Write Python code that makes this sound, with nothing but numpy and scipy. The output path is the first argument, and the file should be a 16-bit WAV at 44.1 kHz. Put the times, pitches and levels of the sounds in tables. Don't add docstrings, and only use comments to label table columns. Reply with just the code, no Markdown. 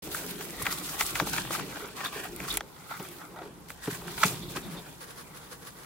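import sys
import numpy as np
from scipy import signal
from scipy.io import wavfile
from scipy.ndimage import map_coordinates

SR = 44100
rng = np.random.default_rng(int(sys.argv[2]) if len(sys.argv) > 2 else 0)


def transcribe(signal):
    frames = np.atleast_2d(signal).T
    limited = np.clip(frames, -1, 1)
    pcm = np.round(limited * 32767).astype(np.int16)
    wavfile.write(sys.argv[1], SR, pcm)


N = 257984

# freq_hz, width_hz, level_db
TUBE_MODES = [(750, 222, -4), (931, 83, 1), (1088, 219, -1), (1342, 282, 3.5), (1550, 377, 0),
              (1940, 153, 0), (2344, 335, -4.5), (3426, 470, -3.5), (3890, 1740, -12)]
# freq_hz, width_hz, level_db
FLOOR_MODES = [(122.5, 19, -1.5), (176, 28, 3.5), (294.8, 38, 0), (357, 26.3, 1), (413.5, 32.4, 0.5),
               (546, 380, -11.5)]
# time_s, rustle_db, rumble_db, rumble_tilt_db_per_octave
SHUFFLING = [(0.03, -48, -44.5, 2.5), (0.27, -48, -41, 1.5), (0.55, -44, -45.5, 0.5), (0.86, -45, -46, -1),
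             (1.18, -43.5, -44.5, 1), (1.47, -44.5, -40.5, -6), (1.81, -46.5, -45.5, 6),
             (2.07, -59, -54.5, 1), (2.44, -45, -44.5, 0), (2.62, -60.5, -43, 0.5), (2.85, -52, -101, 2),
             (3.04, -47, -51, 0.5), (3.48, -64, -50.5, 0.5), (3.79, -56, -61.5, -11), (4.02, -51, -47, 3),
             (4.28, -39.5, -43.5, -10), (4.46, -50, -40.5, -3.5), (4.75, -51, -45.5, -1),
             (5.02, -56, -59, -7.5), (5.85, -56.5, -61, 0)]
# start_s, hold_s, rustle_db, scrape_db
SHOVE_EVENTS = [(0.04, 0.025, -43.5, -62), (0.118, 0.07, -37.5, -44), (0.197, 0.079, -43.5, -50),
                (0.289, 0.027, -40.5, -44.5), (0.392, 0.063, -43.5, -47.5), (0.608, 0.018, -42, -47),
                (0.653, 0.036, -39.5, -39.5), (0.717, 0.014, -32, -39.5), (0.78, 0.0068, -38, -45),
                (0.838, 0.06, -38.5, -62), (0.909, 0.06, -41.5, -40), (0.999, 0.017, -30.5, -36),
                (1.06, 0.038, -35, -44), (1.155, 0.051, -36.5, -36.5), (1.266, 0.028, -36, -41),
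                (1.334, 0.063, -35, -36), (1.52, 0.032, -34, -34.5), (1.586, 0.016, -44, -37),
                (1.757, 0.015, -47, -40.5), (1.816, 0.07, -57, -43.5), (1.966, 0.057, -43, -41),
                (2.045, 0.027, -41, -38), (2.129, 0.08, -43, -41), (2.239, 0.017, -43, -39.5),
                (2.405, 0.019, -61, -43.5), (2.44, 0.037, -47, -44), (2.481, 0.069, -38.5, -39),
                (2.903, 0.025, -48, -42.5), (3.007, 0.059, -62, -50), (3.16, 0.016, -54, -54),
                (3.19, 0.05, -68, -48), (3.37, 0.05, -65, -46.5), (3.423, 0.036, -59, -48),
                (3.696, 0.014, -48, -53), (3.835, 0.042, -43, -46), (3.905, 0.049, -40, -42),
                (4.079, 0.047, -45.5, -43), (4.182, .03, -41, -43), (4.221, 0.038, -32.5, -32),
                (4.276, 0.036, -39, -50), (4.505, 0.016, -43, -64), (4.563, 0.0074, -39.5, -38),
                (4.86, 0.022, -62, -49.5)]
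SHAVINGS_PAN_DB = -0.5


def from_db(db):
    return 10 ** (np.asarray(db) / 20)


def rms_one(x):
    return x / np.sqrt(np.mean(x ** 2) + 1e-20)


def in_time(rows):
    time_s, *columns = np.transpose(rows)
    return [np.interp(np.arange(N) / SR, time_s, column) for column in columns]


def at_hz(points, hz):
    freq_hz, values = np.transpose(points)
    return np.interp(np.log(hz), np.log(np.maximum(freq_hz, 1)), values)


def resonate(x, modes, tilt_db=0, pivot_hz=1400):
    out = 0
    for k, (hz, width_hz, db) in enumerate(modes):
        r = np.exp(-np.pi * width_hz / SR)
        a = [1, -2 * r * np.cos(2 * np.pi * hz / SR), r * r]
        b = [(1 - r * r) / 2, 0, (r * r - 1) / 2]
        gain = (-1) ** k * from_db(db + tilt_db * np.log2(hz / pivot_hz))
        out = out + gain * signal.lfilter(b, a, x)
    return out


def decaying(impulses, length_s):
    r = np.exp(-1 / (length_s * SR))
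    return signal.lfilter([1], [1, -r], impulses + 1e-18)


def random_contacts(per_s, spread_db, most):
    sizes = from_db(spread_db * np.minimum(rng.exponential(1, N), most))
    return sizes * (rng.random(N) < per_s / SR)


def grain(per_s, spread_db, length_s, bed):
    contacts = random_contacts(per_s, spread_db, 4)
    return rms_one(bed + rms_one(decaying(contacts, length_s)))


def correlate(mid, side, alike):
    return np.sqrt(1 + alike) * mid + np.sqrt(1 - alike) * side * [[1], [-1]]


def stereo_noise(alike):
    mid, side = rng.standard_normal((2, N))
    return correlate(mid, side, np.clip(alike, -1, 1))


def patches(depth_db, decay_per_step):
    steps = rng.standard_normal(int(N / SR * 60) + 2)
    slow = rms_one(signal.lfilter([1], [1, -np.exp(-decay_per_step)], steps))
    return from_db(depth_db * np.interp(np.arange(N) / SR * 60, np.arange(len(slow)), slow))


def banded(spectrum, envelope, lowest_hz, patchy_db, tilt_db=0):
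    # freq_hz, correlation
    likeness = [(60, 1), (180, 0.55), (550, 0.58), (1650, -0.2), (4970, -0.18), (15000, -0.16)]
    out = 0
    edges = lowest_hz * 2 ** np.arange(0, np.log2(.45 * SR / lowest_hz), .5)
    white = rng.standard_normal((2, 2, N)) * envelope
    for k, (low, top) in enumerate(zip(edges, edges[1:])):
        band = signal.butter(2, [low, top], "band", fs=SR, output="sos")
        mid, side = signal.sosfilt(band, white[k % 2])
        hz = np.sqrt(low * top)
        alike = np.clip(at_hz(likeness, hz), -1, 1)
        gain = from_db(at_hz(spectrum, hz) + tilt_db * np.log2(hz / 7000)) * patches(patchy_db, 2.3)
        out = out + gain * correlate(mid, side, alike)
    return rms_one(out)


def panned(pan_db):
    return from_db([[pan_db / 2], [-pan_db / 2]])


def add(out, s, sound, peak_db, pan_db):
    at = round(s * SR)
    sound = sound[..., :N - at] * from_db(peak_db) / np.abs(sound).max()
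    out[:, at:at + sound.shape[-1]] += sound * panned(pan_db)


def burst(noise, length_s):
    t = np.arange(noise.shape[-1]) / SR / max(length_s, .00015)
    return noise * t ** 0.76 * np.exp(-t)


def swells(rows, rise=0.34, fall=0.44):
    t, out = np.arange(N) / SR, 0
    for s, db, length in rows:
        spread_s = np.where(t < s, rise, fall) * length
        out = out + from_db(db) * np.exp(-.5 * ((t - s) / spread_s) ** 2)
    return out


def high(x, hz):
    return signal.sosfilt(signal.butter(2, hz, "high", fs=SR, output="sos"), x)


def drag(noise, modes, bright_db, pivot_hz, patchy_db):
    out = 0
    for k, mode in enumerate(modes):
        out = out + (-1) ** k * patches(patchy_db, 0.215) * resonate(noise, [mode], bright_db, pivot_hz)
    return out


def shoving(steady_db, levels_db):
    rise_db_per_s, fall_db_per_s = 893, 334
    t, power = np.arange(N) / SR, from_db(2 * steady_db)
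    for (s, hold, *_), db in zip(SHOVE_EVENTS, levels_db):
        near = slice(max(round((s - .1) * SR), 0), round((s + hold + .2) * SR))
        before_s = np.maximum(s - t[near], 0)
        after_s = np.maximum(t[near] - s - hold, 0)
        loss_db = rise_db_per_s * before_s + fall_db_per_s * after_s
        power[near] += from_db(2 * (db - loss_db))
    return np.sqrt(power)


def scrape(stirred, dragged):
    rustle_over_scrape_db = 20 * np.log10(stirred / dragged)
    tilt_db = np.clip(-1.1 + 0.25 * rustle_over_scrape_db, -14, 6)
    rubbing = stereo_noise(0.46) * grain(350, 5.5, 0.005, 1.2)
    return dragged * rms_one(drag(rubbing, TUBE_MODES, tilt_db, 1200, 2.65))


def tube_contacts():
    # start_s, level_db, spot_hz, focus_db_per_octave, contact_ms
    contact_events = [(0.146, -23, 1510, 17, 0.96), (0.615, -28.5, 1080, 15, 1.4),
                      (0.655, -23.5, 1600, 19, 1.4), (0.666, -14.5, 2000, 7, 0.24),
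                      (0.668, -18, 1700, 11, 0.43), (0.6728, -29, 1300, 6, 0.44),
                      (1.0079, -14.5, 2400, 1.5, 1.8), (1.021, -24.5, 1210, -5, 1),
                      (1.1535, -18.5, 1960, 9, 2.1), (1.1985, -11.5, 2000, 3, 0.61),
                      (1.269, -26, 891, 8, 1.8), (1.361, -27, 1500, 10, 0.95), (1.3805, -18.5, 1700, 7, .9),
                      (1.449, -31, 830, 6, 1.5), (1.506, -23, 907, 8, 0.64), (1.55, -21.5, 1300, 35, 1.2),
                      (1.594, -26.5, 1140, 9, 1.4), (1.772, -28, 720, 31, 1), (2.004, -25, 1520, 6, 3),
                      (2.047, -26, 1520, 10, 1.3), (2.058, -26.5, 1350, 19, 3.8),
                      (2.402, -23, 815, 5, 0.61), (2.5716, -22, 1960, 4, 1.1),
                      (2.6067, -21, 900, 4.5, 0.57), (2.912, -28, 750, 14, 0.8),
                      (2.922, -33, 1200, 18, 1.3), (2.998, -32.5, 600, 8, 1.1),
                      (3.361, -34.5, 850, 24, 1.2), (3.387, -41, 720, 26, 0.96),
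                      (3.7028, -29, 2060, 6.5, 0.19), (3.872, -32, 856, 6, 2.2),
                      (4.018, -38.5, 902, 14, .8), (4.08, -30.5, 1590, 15, .8),
                      (4.2316, -8.5, 1450, 14.5, 0.23), (4.2345, -8, 1330, 11, 0.19),
                      (4.2361, -7.5, 1400, 11, 0.2), (4.239, -14, 1300, 4, 0.41),
                      (4.568, -26, 1480, 11, 1.9)]
    # time_s, left_minus_right_db
    tube_pan = [(0, -1), (1.1, 3.5), (1.4, 6.5), (2.4, 2), (2.7, 0), (4.2, -3), (4.6, 0)]
    crack_db, damping = -9.5, 1.32
    out, noise = np.zeros((2, N)), rng.standard_normal((len(contact_events), 2, 3000))
    for (s, db, spot_hz, focus_db, contact_ms), (body, crack) in zip(contact_events, noise):
        excited = [(hz, damping * width, mode_db - focus_db * abs(np.log2(hz / spot_hz)))
                   for hz, width, mode_db in TUBE_MODES]
        pan_db = np.interp(s, *np.transpose(tube_pan))
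        contact_s = contact_ms / 1000
        add(out, s, resonate(burst(body ** 3, contact_s), excited), db, pan_db)
        add(out, s, high(burst(crack, contact_s), 2000), db + crack_db, pan_db)
    return out


def walls(x):
    # left_s, right_s, level_db
    wall_echoes = [(.0011, .0017, -28), (.0041, .0049, -11)]
    out = x.copy()
    for k, (*lags, db) in enumerate(wall_echoes):
        for side, lag in enumerate(lags):
            delay = round(lag * SR)
            out[side, delay:] += (-1) ** (k + side) * from_db(db) * x[side, :N - delay]
    return out


def aside(x):
    # time_s, left_ahead_s
    tube_lag = [(0, .00004), (2.4, .00004), (3.5, -.00002), (5.85, -.00008)]
    delayed_at = np.arange(N) - SR * in_time(tube_lag)[0]
    return np.array([x[0], map_coordinates(x[1], [delayed_at], order=3, mode="nearest")])


def crackle():
    sizes = random_contacts(600, 6.1, 3) * from_db(rng.normal(0, 2.9, (2, N)))
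    region = rng.integers(0, 8, N)
    noise, out = stereo_noise(0.063), 0
    for k, hz in enumerate(np.geomspace(1800, 13000, 8)):
        ticks = noise * decaying(sizes * (region == k), 0.0025)
        out = out + resonate(ticks, [(hz, 0.5 * hz, 0)], -1.2)
    return rms_one(out)


def rustle(stirred):
    # freq_hz, level_db
    shavings = [(1470, -34), (2500, -5.5), (3570, -8), (3860, -3.5), (5560, -14.5), (5970, -5),
                (13300, -7.5), (16000, -7.5)]
    # time_s, tilt_db_per_octave
    rustle_tilt = [(0, 1.5), (1, 0.5), (1.8, -2), (2.3, -0.5), (3.2, 2), (3.8, -1), (4.3, 0), (4.9, 1),
                   (5.85, 1.5)]
    grains = grain(320, 3.2, 0.021, 3.9)
    bed = banded(shavings, grains, 2457, 2.1, in_time(rustle_tilt)[0])
    return stirred * (bed + from_db(-6.5) * crackle()) * panned(SHAVINGS_PAN_DB)


def clicks():
    # start_s, level_db, length_s, pitch_hz
    click_events = [(0.143, -25, 0.0032, 10000), (0.621, -20.5, 0.0036, 10600),
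                    (0.784, -25.5, 0.0018, 10800), (0.994, -25, 0.0022, 9100), (1.009, -19, 0.0016, 5600),
                    (1.064, -20, 0.0014, 8000), (1.105, -24, 0.0024, 8500), (1.153, -22.5, 0.0022, 5960),
                    (1.2695, -27, .003, 6000), (1.885, -34, .0005, 13400), (2.046, -28, .003, 4200),
                    (2.362, -25.5, 0.00085, 13600), (3.042, -35, .0007, 13800), (3.9115, -26, 0.0023, 8400),
                    (4.2346, -12, 0.0013, 5450), (1.334, -16, 0.0002, 6000), (2.5395, -22, 0.0016, 8900),
                    (2.5714, -7, 0.00038, 10850), (2.573, -19, 0.002, 8000), (3.6855, -36, 0.0011, 2300),
                    (3.7035, -32, 0.0012, 13000), (3.716, -37, 0.0013, 8040), (4.252, -19.5, 0.01, 6860)]
    out, noise = np.zeros((2, N)), rng.standard_normal((len(click_events), 2, 3000))
    for (s, db, length, hz), pair in zip(click_events, noise):
        crack = high(burst(pair + 0.12 * pair[::-1], length), 1760)
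        add(out, s, 0.5 * crack + resonate(crack, [(hz, 0.27 * hz, 0)]), db, SHAVINGS_PAN_DB)
    return out


def slides():
    # centre_s, level_db, length_s, first_hz, last_hz
    slide_events = [(2.176, -45, 0.079, 440, 393), (2.35, -47.5, 0.16, 324, 350),
                    (2.456, -49, .05, 364, 400), (2.542, -40.5, 0.049, 370, 336),
                    (3.385, -46, 0.09, 899, 600), (3.446, -44.5, 0.068, 367, 427)]
    out, t = np.zeros(N), np.arange(N) / SR
    white = rng.standard_normal((len(slide_events), 2, N)) * grain(290, 3.6, .003, 1.3)
    for (s, db, length, first_hz, last_hz), pair in zip(slide_events, white):
        hz = np.interp(t, [s - length / 2, s + length / 2], [first_hz, last_hz])
        slow = signal.butter(2, 0.17 * first_hz, fs=SR, output="sos")
        real, imag = rms_one(signal.sosfilt(slow, pair))
        phase = 2 * np.pi * np.cumsum(hz) / SR
        out += swells([(s, db, length)]) * (real * np.cos(phase) + imag * np.sin(phase))
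    return out


def squeaks():
    # centre_s, level_db, length_s
    squeak_events = [(2.05, -37, 0.051), (2.51, -34.5, 0.04), (4.428, -48, 0.075), (4.49, -44, 0.033),
                     (4.53, -56, 0.075), (4.635, -51, 0.1), (4.772, -48.5, 0.05)]
    # freq_hz, width_hz, level_db
    squeak_modes = [(3490, 150, 7.5), (3780, 140, 7), (4300, 430, -2)]
    rubbing = stereo_noise(0.1) * grain(560, 1.9, 0.0011, 0.66)
    return swells(squeak_events, 0.094, 0.44) * rms_one(drag(rubbing, squeak_modes, 0, 3600, 1.2))


def thuds():
    # start_s, level_db, length_s, tilt_db_per_octave
    thud_events = [(0.625, -34, 0.004, -14), (1.21, -25.5, 0.002, 11), (1.217, -21.5, 0.0041, 3.5),
                   (1.507, -30.5, 0.0024, 13), (2.995, -29.5, 0.0092, 1), (3.875, -20, 0.0056, 2),
                   (3.92, -32, 0.0071, -9), (3.977, -37, 0.011, -4), (4.248, -21, 0.0038, -2),
                   (4.269, -27, 0.0034, 0), (4.293, -33.5, 0.021, 7), (4.327, -34, 0.0063, -6),
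                   (4.431, -33.5, 0.0028, 1), (4.557, -26.5, 0.0081, 2)]
    out, noise = np.zeros((2, N)), rng.standard_normal((len(thud_events), 12000))
    for (s, db, length, bright_db), push in zip(thud_events, noise):
        boom = resonate(burst(push + 2.05, length), FLOOR_MODES, bright_db, 240)
        add(out, s, high(boom, 176), db, 0)
    return out


def rumble(rumble_db, tilt_db):
    tramping = stereo_noise(0.87) * grain(83, 0.91, 0.058, 0.28)
    return from_db(rumble_db) * rms_one(drag(tramping, FLOOR_MODES, tilt_db, 230, 3.1))


def sniffs():
    # centre_s, level_db, length_s
    sniff_events = [(4.725, -43.5, 0.058), (5.022, -42, 0.053), (5.10, -46, 0.093), (5.19, -43.5, 0.066),
                    (5.362, -45, 0.054), (5.44, -51, 0.11), (5.525, -43.5, 0.06), (5.63, -50.5, 0.059),
                    (5.675, -44.5, 0.053), (5.82, -49.5, 0.17)]
    # freq_hz, width_hz, level_db
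    nose_modes = [(486, 69, 9), (1124, 43, 11.5), (1520, 290, 6), (4600, 3700, -3.5), (7400, 1700, -2.5),
                  (10600, 1900, -2), (12900, 3200, -15.5), (15100, 880, -7)]
    breath = stereo_noise(0.062) * grain(300, 3.0, .004, 1.5)
    return swells(sniff_events, 0.24, 0.36) * rms_one(resonate(breath, nose_modes))


def handling():
    # time_s, level_db
    shake_levels = [(0.03, -52.5), (0.51, -65), (0.64, -46), (0.81, -61), (1.21, -48.5), (2.02, -64),
                    (2.57, -48), (2.7, -71), (4.49, -50.5), (4.75, -60.5), (5.85, -64)]
    band = signal.butter(2, [35, 85], "band", fs=SR, output="sos")
    return from_db(in_time(shake_levels)[0]) * rms_one(signal.sosfilt(band, stereo_noise(0.63)))


def room():
    # freq_hz, level_db
    room_spectrum = [(12, -38), (20, -61), (77, -5.5), (158, 5.5), (255, -3), (310, 0.5), (410, 1),
                     (558, -10), (873, -2.5), (2670, -21.5), (9950, -21), (14300, -33), (16000, -53)]
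    return from_db(-52) * banded(room_spectrum, 1, 23.3, 0.98)


def scene():
    rustle_db, rumble_db, rumble_tilt_db = in_time(SHUFFLING)
    *_, shove_rustle_db, shove_scrape_db = np.transpose(SHOVE_EVENTS)
    stirred = shoving(rustle_db, shove_rustle_db)
    dragged = shoving(rustle_db - 2.5, shove_scrape_db)
    tube = aside(scrape(stirred, dragged) + walls(tube_contacts()))
    bright = rustle(stirred) + clicks()
    friction = slides() + squeaks()
    floor = thuds() + rumble(rumble_db, rumble_tilt_db)
    return tube + bright + friction + floor + sniffs() + handling() + room()


def record(dry):
    start_s, fade_s, cutoff_hz = 0.021, 0.0049, 16300
    opened = np.clip((np.arange(N) / SR - start_s) / fade_s, 0, 1)
    return signal.sosfilt(signal.cheby2(20, 70, cutoff_hz, fs=SR, output="sos"), dry) * opened


dry = scene()
out = record(dry)
transcribe(out)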